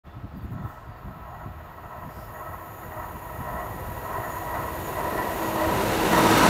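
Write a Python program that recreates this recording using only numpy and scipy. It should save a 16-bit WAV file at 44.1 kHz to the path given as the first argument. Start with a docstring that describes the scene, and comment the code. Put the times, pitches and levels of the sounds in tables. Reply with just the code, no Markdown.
"""Maintenance train approaching

A diesel track maintenance train draws up to a microphone beside the line on a breezy day.
The steel rails hiss and whistle ahead of it. Rough rail rings its wheels in surges, and uneven
treads make them judder with every turn. At the end, engine drone and rolling roar take over.
Wind buffets the microphone, and a far bird chirps early on."""
import sys
import numpy as np
from scipy import signal
from scipy.fft import irfft, next_fast_len
from scipy.io import wavfile

SR = 44100
rng = np.random.default_rng(int(sys.argv[2]) if len(sys.argv) > 2 else 0)


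def digitize_waveform(pressure):
    """Quantize a signal to 16-bit integers and store it at the path in sys.argv[1].

    Rows of a 2-D input are taken as channels; values are limited to [-1, 1].
    """
    field = np.atleast_2d(pressure).T
    bounded = np.clip(field, -1, 1)
    quanta = np.round(bounded * 32767).astype(np.int16)
    wavfile.write(sys.argv[1], SR, quanta)


N = 286209
FFT_SIZE = next_fast_len(N, real=True)
T, HZ = np.arange(N) / SR, np.fft.rfftfreq(FFT_SIZE, 1 / SR)
SPEED_M_PER_S, PASS_S, TURNS_PER_S = 20, 6.7, 7.95  # the front would draw level at PASS_S

# colour of the open air: frequency_hz, level_db
AIR_COLOUR = [(20, -7), (35, 10.5), (150, 2.5), (350, -2.5), (600, -3.5), (1200, -2), (2000, -14),
              (4000, -20), (6000, -31.5), (8500, -36), (16000, -41)]
# colour of the breeze on the microphone: frequency_hz, level_db
BREEZE_COLOUR = [(20, -60), (29, -23), (38, -5), (60, 2), (110, 1.5), (160, -5.5), (230, -16), (350, -24),
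                 (1000, -76), (3000, -100)]
# colour of a wind buffet: frequency_hz, level_db
BUFFET_COLOUR = [(25, -30), (55, -1), (110, 0), (190, -5), (280, -10), (400, -23), (900, -55), (3000, -100)]
# wind buffets: peak_s, level_db, length_s
WIND_BUFFETS = [(0.076, -46, 0.026), (.18, -39, 0.028), (0.252, -35, 0.028), (0.376, -37, 0.068),
                (0.45, -34, 0.027), (0.542, -31, 0.069), (0.64, -33, 0.065), (0.896, -40.5, 0.044),
                (1.087, -36, 0.048), (1.183, -42, 0.047), (1.472, -31, 0.024), (1.986, -40.5, 0.025),
                (2.07, -39, .05), (2.19, -42, 0.042), (2.866, -42.5, 0.061), (3.156, -37, 0.036),
                (3.407, -33.5, 0.034), (3.537, -34.5, .04), (3.895, -41.5, .08), (4.59, -36, .04)]
# bird notes: start_s, length_s, start_hz, end_hz, level_db
BIRD_NOTES = [(.06, .11, 3500, 3490, -66), (.27, .07, 4200, 4220, -73), (.35, .09, 4800, 4520, -70),
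              (.4, .08, 3500, 3500, -70), (.6, .09, 3520, 3480, -69), (.89, .1, 4770, 4520, -69)]
# crossfade from the far train (0) to the near one (1): time_s, nearness
TRAIN_NEARNESS = [(0, 0.055), (1.3, 0.16), (2.5, 0.45), (4.8, 0.81), (6.49, 0.99)]
# how squarely the front bogie faces the microphone, 0 to 1: time_s, facing
BOGIE_FACING = [(5.2, 0.17), (6.0, 0.23), (6.11, 0.4), (6.16, 1), (6.49, 0.82)]
# pitch bend of the engine drone: time_s, pitch_hz
DRONE_BEND = [(0, 330.5), (5.0, 327.6), (5.8, 328), (6.2, 326.3), (6.49, 325.4)]
# fader of the engine drone: time_s, level_db
DRONE_FADER = [(0, -66), (2.5, -56), (4.0, -54), (4.8, -46.5), (5.3, -41.5), (5.5, -32.5), (5.85, -33),
               (6.1, -30), (6.25, -23.5), (6.49, -30.5)]
# engine and fan tones: starting_pitch_hz, level_db
DRONE_TONES = [(111.6, -10), (187, -14), (225, -7), (286, -13), (328, 2), (627, -7.5), (858, -6),
               (952, -6.5), (1448, -36)]
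# colour of the running gear's rumble: frequency_hz, level_db
RUMBLE_COLOUR = [(25, -45), (40, 1), (70, -6), (120, 2.5), (185, -4), (260, -6.5), (330, -1), (470, 1.5),
                 (560, -1), (760, 0.5), (1100, -15), (2200, -19), (5000, -39.5)]
# underframe resonances: pitch_hz, width_hz, ahead_db, alongside_db
FRAME_MODES = [(190, 68, -9, 9), (270, 68, -5, 5), (335, 20, 4.5, 4.5), (393, 25, 7, 4.5),
               (456, 33, -4, 2.5), (511, 57, 4.5, -6)]
# brief swells of the running gear: peak_s, rise_db, length_s
GEAR_SWELLS = [(3.76, 4, 0.18), (4.1, 3.5, 0.13), (4.6, 1, 0.15), (5.16, 3.5, 0.25), (5.75, 3.5, 0.11),
               (6.2, 0, .12)]
# rolling rush, dulled by the air at a distance: frequency_hz, far_db, near_db
RUSH_COLOUR = [(400, -5, -31), (900, 6, 9), (1270, 0, 7), (1590, 12.5, 5.5), (2300, 6.5, 0.5),
               (2850, 5.5, 2.5), (3170, -5, -2.5), (4180, -17, -2), (5000, -22, -7), (6950, -16, -7.5),
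               (9900, -35, -11), (16000, -30, -29)]
# wheel rings heard only close by: pitch_hz, width_hz, level_db
CLOSE_WHEEL_MODES = [(943, 83, 18.5), (1280, 79, 16.5), (1490, 45, 13), (1590, 81, 8), (2160, 79, 5),
                     (2620, 38, -7), (2950, 46, -4), (3650, 83, 5.5), (5800, 680, -5.5)]
# spurts of hiss along the rails: peak_s, level_db, length_s, centre_hz, width_hz
HISS_SPURTS = [(0.38, -60, 0.022, 14500, 4340), (0.437, -63.5, .04, 14000, 5000),
               (.525, -61.5, 0.033, 14000, 5000), (.69, -60, .09, 14500, 4000),
               (.74, -70, 0.18, 6960, 7000), (2.207, -63.5, 0.15, 5100, 1300),
               (2.188, -67, 0.12, 8500, 5000), (6.19, -37, 0.014, 9500, 9000),
               (6.31, -36, .02, 11000, 8000), (6.38, -31, 0.0087, 13000, 7000)]
# hiss travelling in the rail: frequency_hz, far_db, near_db
HISS_COLOUR = [(3000, -42, -40), (6050, -31, -17), (7160, -19, -8), (8050, -63, -14.5), (9200, -27, -2),
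               (10670, -5, -6.5), (11300, 2.5, 2), (13000, 6, 2.5), (13400, 0, -3), (14200, 8.5, 4),
               (15240, 8, 0.5), (15750, 0, -11)]
# rail resonances: pitch_hz, above_hiss_db
RAIL_RESONANCES = [(7350, 2), (8530, 5), (8820, 13), (9130, 8), (9430, 10), (9745, 12), (10030, 6),
                   (10350, 8), (10940, 9), (11230, 6), (11555, 12), (11860, 5), (12200, 2), (12470, 10),
                   (12750, 8), (13050, 8), (13660, 4), (14280, 7), (14580, 5), (15000, 1), (15200, 6),
                   (15480, 5)]
# the hiss steps up as the train runs onto nearer lengths of rail: middle_s, rise_db, length_s
RAIL_STEPS = [(.95, 4.7, .2), (2.06, 6.2, .3)]
# the rail's whistling cluster: pitch_hz, width_hz, level_db
WHISTLE_CLUSTER = [(6705, 35, 0), (6797, 45, -1), (6930, 60, -3), (7015, 50, -3), (6820, 700, -15)]
# flares of the rail's whistle: peak_s, rise_db, length_s
WHISTLE_FLARES = [(.53, 10, 0.18), (.75, 7, .12), (1.38, 4.5, .14), (1.65, 1, .12), (2.0, 2, .15),
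                  (2.36, 5, 0.11), (2.75, 3.5, .16), (4.33, 8, 0.14), (4.86, 6, .14), (5.44, 7, 0.15),
                  (5.85, 4, .15), (6.18, 9, 0.12)]
# judder of the uneven treads: multiple_of_turning_rate, depth
TREAD_HARMONICS = [(2, 0.26), (3, 0.075), (4, 0.048), (5, 0.08), (6, 0.051), (8, 0.077), (9, 0.12),
                   (15, 0.056)]
# broad body of wheels and sleepers: frequency_hz, far_db, near_db
WHEEL_BODY = [(200, -27, -36), (523, -28, -37), (793, -4, -15), (1140, -11.5, -13), (1590, -14, -22),
              (1680, -15, -36), (1960, -33, -27), (2240, -47, -54), (5000, -70, -70)]
# wheel resonances: pitch_hz, width_hz, far_db, near_db
WHEEL_RESONANCES = [(627, 61, -2, 0), (705, 89, 0, -5), (976.5, 75, -1.5, 3.5), (998, 43, -7, -3),
                    (1072, 58, 1.5, -3), (1303, 66, 2, -12), (1430, 41, -11, -17), (1784, 26, -8.5, -9),
                    (1894, 103, -10, -7.5), (1936, 108, -15, -10)]
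# rough stretches of rail, about two a second, make the wheels surge: peak_s, rise_db, length_s
WHEEL_SURGES = [(.66, 6, .15), (1.35, 4.5, 0.15), (1.96, 5.5, 0.1), (2.45, 6, 0.17), (3.0, 7, 0.14),
                (3.57, 8, 0.2), (4.19, 7.6, 0.22), (4.57, 8.5, 0.15), (5.0, 7, .07), (5.18, 7, 0.2),
                (5.47, 4, 0.069), (5.64, 8.5, 0.14), (6.165, 10.5, 0.065), (6.46, 7, .06)]


def amp(db):
    """Decibels to gain."""
    return 10 ** (np.asarray(db) / 20)


def curve(rows):
    """An envelope through (time_s, value) points."""
    return np.interp(T, *np.transpose(rows))


def shape(rows):
    """An EQ curve for each level column of a colour table."""
    hz, *columns = np.transpose(rows)
    return np.array([amp(np.interp(np.log(HZ + 1), np.log(hz), db)) for db in columns])


def ringing(modes):
    """An EQ curve of steep resonances for each level column."""
    peaks = (amp(db)[:, None] / (1 + (1.98 * (HZ - hz) / width) ** 2) for hz, width, *db in modes)
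    return np.sqrt(sum(peak ** 2 for peak in peaks))


def noise(colours, band_hz=(0, SR)):
    """One noise played through each EQ curve, each with rms 1 inside the band."""
    spectra = colours * (rng.standard_normal(len(HZ)) + 1j * rng.standard_normal(len(HZ)))
    in_band = (HZ >= band_hz[0]) & (HZ <= band_hz[1])
    power = 2 * np.sum(abs(spectra[:, in_band]) ** 2, axis=1, keepdims=True)
    return irfft(spectra * FFT_SIZE / np.sqrt(power), FFT_SIZE)[:, :N]


def drift(rate_hz):
    """A random wander of rms 1, up to about the given rate."""
    return noise(1 / (1 + (HZ[None] / rate_hz) ** 4))[0]


def tremolo(motion, depth):
    """A gain of rms 1 that rides the given motion."""
    gain = np.exp(depth * motion)
    return gain / np.sqrt(np.mean(gain ** 2))


def swell(peak_s, length_s):
    """A smooth bump of height 1."""
    return np.exp(-2 * ((T - peak_s) / length_s) ** 2)


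def swells_db(rows):
    """A fader ride made of smooth bumps."""
    return sum(db * swell(peak_s, length_s) for peak_s, db, length_s in rows)


def rise(middle_s, rise_db, length_s):
    """A fader move that starts rise_db down and climbs smoothly to 0 dB."""
    return rise_db * (np.tanh(2 * (T - middle_s) / length_s) - 1) / 2


def approach(far, near):
    """Crossfade from far to near as the train comes on."""
    nearness = curve(TRAIN_NEARNESS)
    return (1 - nearness) * far + nearness * near


def alongside():
    """Climbs towards 1 as the first bogie draws level."""
    return curve(BOGIE_FACING)


def to_go_m():
    """Track left between the train and the microphone."""
    return SPEED_M_PER_S * (PASS_S - T)


def airborne_db(base_db, doubling_db, closest_m, facing_db):
    """Sound in air falls with each doubling of distance, and lifts as the train clears a grassy bank."""
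    doublings = np.log2(np.hypot(to_go_m(), closest_m) / 20)
    bank_db = rise(middle_s=5.7, rise_db=1.96, length_s=0.24)
    return base_db - doubling_db * doublings + bank_db + facing_db * alongside()


def wind(breeze_db=-39.5, air_db=-51):
    """Lumpy turbulence on the microphone and brighter buffets, over a bed of open air."""
    freshening_db = rise(middle_s=3.25, rise_db=5.6, length_s=0.33)
    breeze = amp(breeze_db + freshening_db) * noise(shape(BREEZE_COLOUR))[0]
    breeze *= tremolo(drift(4.7), depth=0.25)
    gusts = sum(amp(db) * swell(peak_s, length_s) for peak_s, db, length_s in WIND_BUFFETS)
    buffets = gusts * noise(shape(BUFFET_COLOUR))[0]
    return breeze + buffets + amp(air_db) * noise(shape(AIR_COLOUR))[0]


def bird():
    """Thin far notes, level or falling, blurred by the trees."""
    notes = np.zeros(N)
    for start_s, length_s, start_hz, end_hz, db in BIRD_NOTES:
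        pitch_hz = np.interp(T, [start_s, start_s + length_s], [start_hz, end_hz])
        phase = 2 * np.pi * np.cumsum(pitch_hz) / SR
        notes += amp(db) * swell(start_s + length_s / 2, length_s) * np.sin(phase)
    return notes * (0.35 + 0.8 * drift(90))


def engine(trim_db=-1):
    """Wavering engine and fan tones, whose pitch sinks as the train draws alongside."""
    pitch_hz = curve(DRONE_BEND)
    bend = pitch_hz / pitch_hz[0] * (1 + 0.0019 * drift(6.2))
    bent_time = np.cumsum(bend) / SR
    drone = np.zeros(N)
    for hz, db in DRONE_TONES:
        waver = tremolo(drift(7), depth=0.2)
        drone += amp(db) * waver * np.sin(2 * np.pi * (hz * bent_time + rng.random()))
    return amp(curve(DRONE_FADER) + trim_db) * drone


def rolling_roar(load):
    """The running gear rumbles and the rolling contact rushes, both carried through the air."""
    frame_colours = np.hypot(shape(RUMBLE_COLOUR), ringing(FRAME_MODES))
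    frame_ahead, frame_beside = noise(frame_colours, band_hz=(350, 560))
    dull, bright = shape(RUSH_COLOUR)
    metallic = np.hypot(bright, ringing(CLOSE_WHEEL_MODES)[0])
    rush_far, rush_near, rush_ringing = noise(np.array([dull, bright, metallic]), band_hz=(2400, 4400))
    # underframe and wheel faces turn towards the microphone only at the last moment
    rumble = frame_ahead + alongside() * (frame_beside - frame_ahead)
    rush = approach(rush_far, rush_near + alongside() * (rush_ringing - rush_near))
    rumble_db = airborne_db(-30.2, doubling_db=9.5, closest_m=17.5, facing_db=1) + swells_db(GEAR_SWELLS)
    rush_db = airborne_db(-41, doubling_db=9.2, closest_m=8.5, facing_db=1.35)
    grit = tremolo(drift(110), depth=0.063)
    roar = amp(rumble_db) * rumble + amp(rush_db) * rush * grit
    return roar * tremolo(load, depth=0.2) * approach(amp(-4.5), amp(1.2))


def rail_spurts():
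    """Short, soft-edged bursts of hiss along the rails."""
    return sum(amp(db) * swell(peak_s, length_s) * noise(ringing([(hz, width_hz, 0)]))[0]
               for peak_s, db, length_s, hz, width_hz in HISS_SPURTS)


def rail_song(load, base_db=-41, loss_db_per_m=0.171, whistle_db=-11, mode_width_hz=92):
    """High waves run far ahead in the steel; the lower ones arrive as the train nears."""
    bed = shape(HISS_COLOUR)
    peaks = ringing([(hz, mode_width_hz, db) for hz, db in RAIL_RESONANCES])
    colours = np.vstack([bed, bed * np.hypot(1, peaks)])
    smooth, singing = np.split(noise(colours, band_hz=(11200, 15400)), 2)
    # each wheel feeds the rail unevenly, so the resonances stand out and sink back
    singing_share = np.clip(1.07 + 0.2 * drift(4), 0, 1)
    hiss = approach(*(smooth + singing_share * (singing - smooth)))
    whistle = noise(ringing(WHISTLE_CLUSTER), band_hz=(6650, 7080))[0]
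    # flares lift the hiss only a little; close by, hiss takes the place of the whistle
    flare_db = swells_db(WHISTLE_FLARES)
    hiss *= amp(0.16 * flare_db + 2 * alongside())
    whistle *= amp(whistle_db + flare_db - 8 * alongside())
    level_db = base_db - loss_db_per_m * to_go_m() + sum(rise(*step) for step in RAIL_STEPS)
    song = amp(level_db) * (hiss + whistle)
    return song * tremolo(load, depth=0.14) * tremolo(drift(90), depth=0.04)


def tread_judder():
    """Uneven treads load the rail in the same pattern on every turn of the wheels."""
    turns = TURNS_PER_S * T + 0.018 * drift(5.9)
    return sum(depth * np.cos(2 * np.pi * (k * turns + rng.random())) for k, depth in TREAD_HARMONICS)


def wheel_ring(load, base_db=-34, loss_db_per_m=0.1576, facing_db=4):
    """Rail roughness rings the wheels: louder as they near, in surges, and at each rough spot of tread."""
    colours = np.hypot(ringing(WHEEL_RESONANCES), shape(WHEEL_BODY))
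    ring = approach(*noise(colours, band_hz=(900, 1120)))
    entrance_db = rise(middle_s=0.53, rise_db=3.3, length_s=0.069)
    level_db = base_db - loss_db_per_m * to_go_m() + facing_db * alongside() + entrance_db
    ring *= amp(level_db + swells_db(WHEEL_SURGES))
    return ring * tremolo(load, depth=0.54) * tremolo(drift(17), depth=0.11)


def scene():
    """Train, wind and bird in one mono mix on both channels."""
    load = tread_judder()  # shakes everything that the wheels excite
    train = wheel_ring(load) + rolling_roar(load) + rail_song(load) + engine() + rail_spurts()
    mono = train + wind() + bird()
    return np.array([mono, mono])


def record(dry, cutoff_hz=15740):
    """A moment of silence, a quick fade-in and a steep high cut."""
    fade_in = np.clip((T - 0.035) / 0.031, 0, 1)
    high_cut = signal.firwin(1023, cutoff_hz, window=("kaiser", 9), fs=SR)
    return signal.oaconvolve(dry * fade_in, high_cut[None], "same", axes=1)


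dry = scene()
out = record(dry)
digitize_waveform(out)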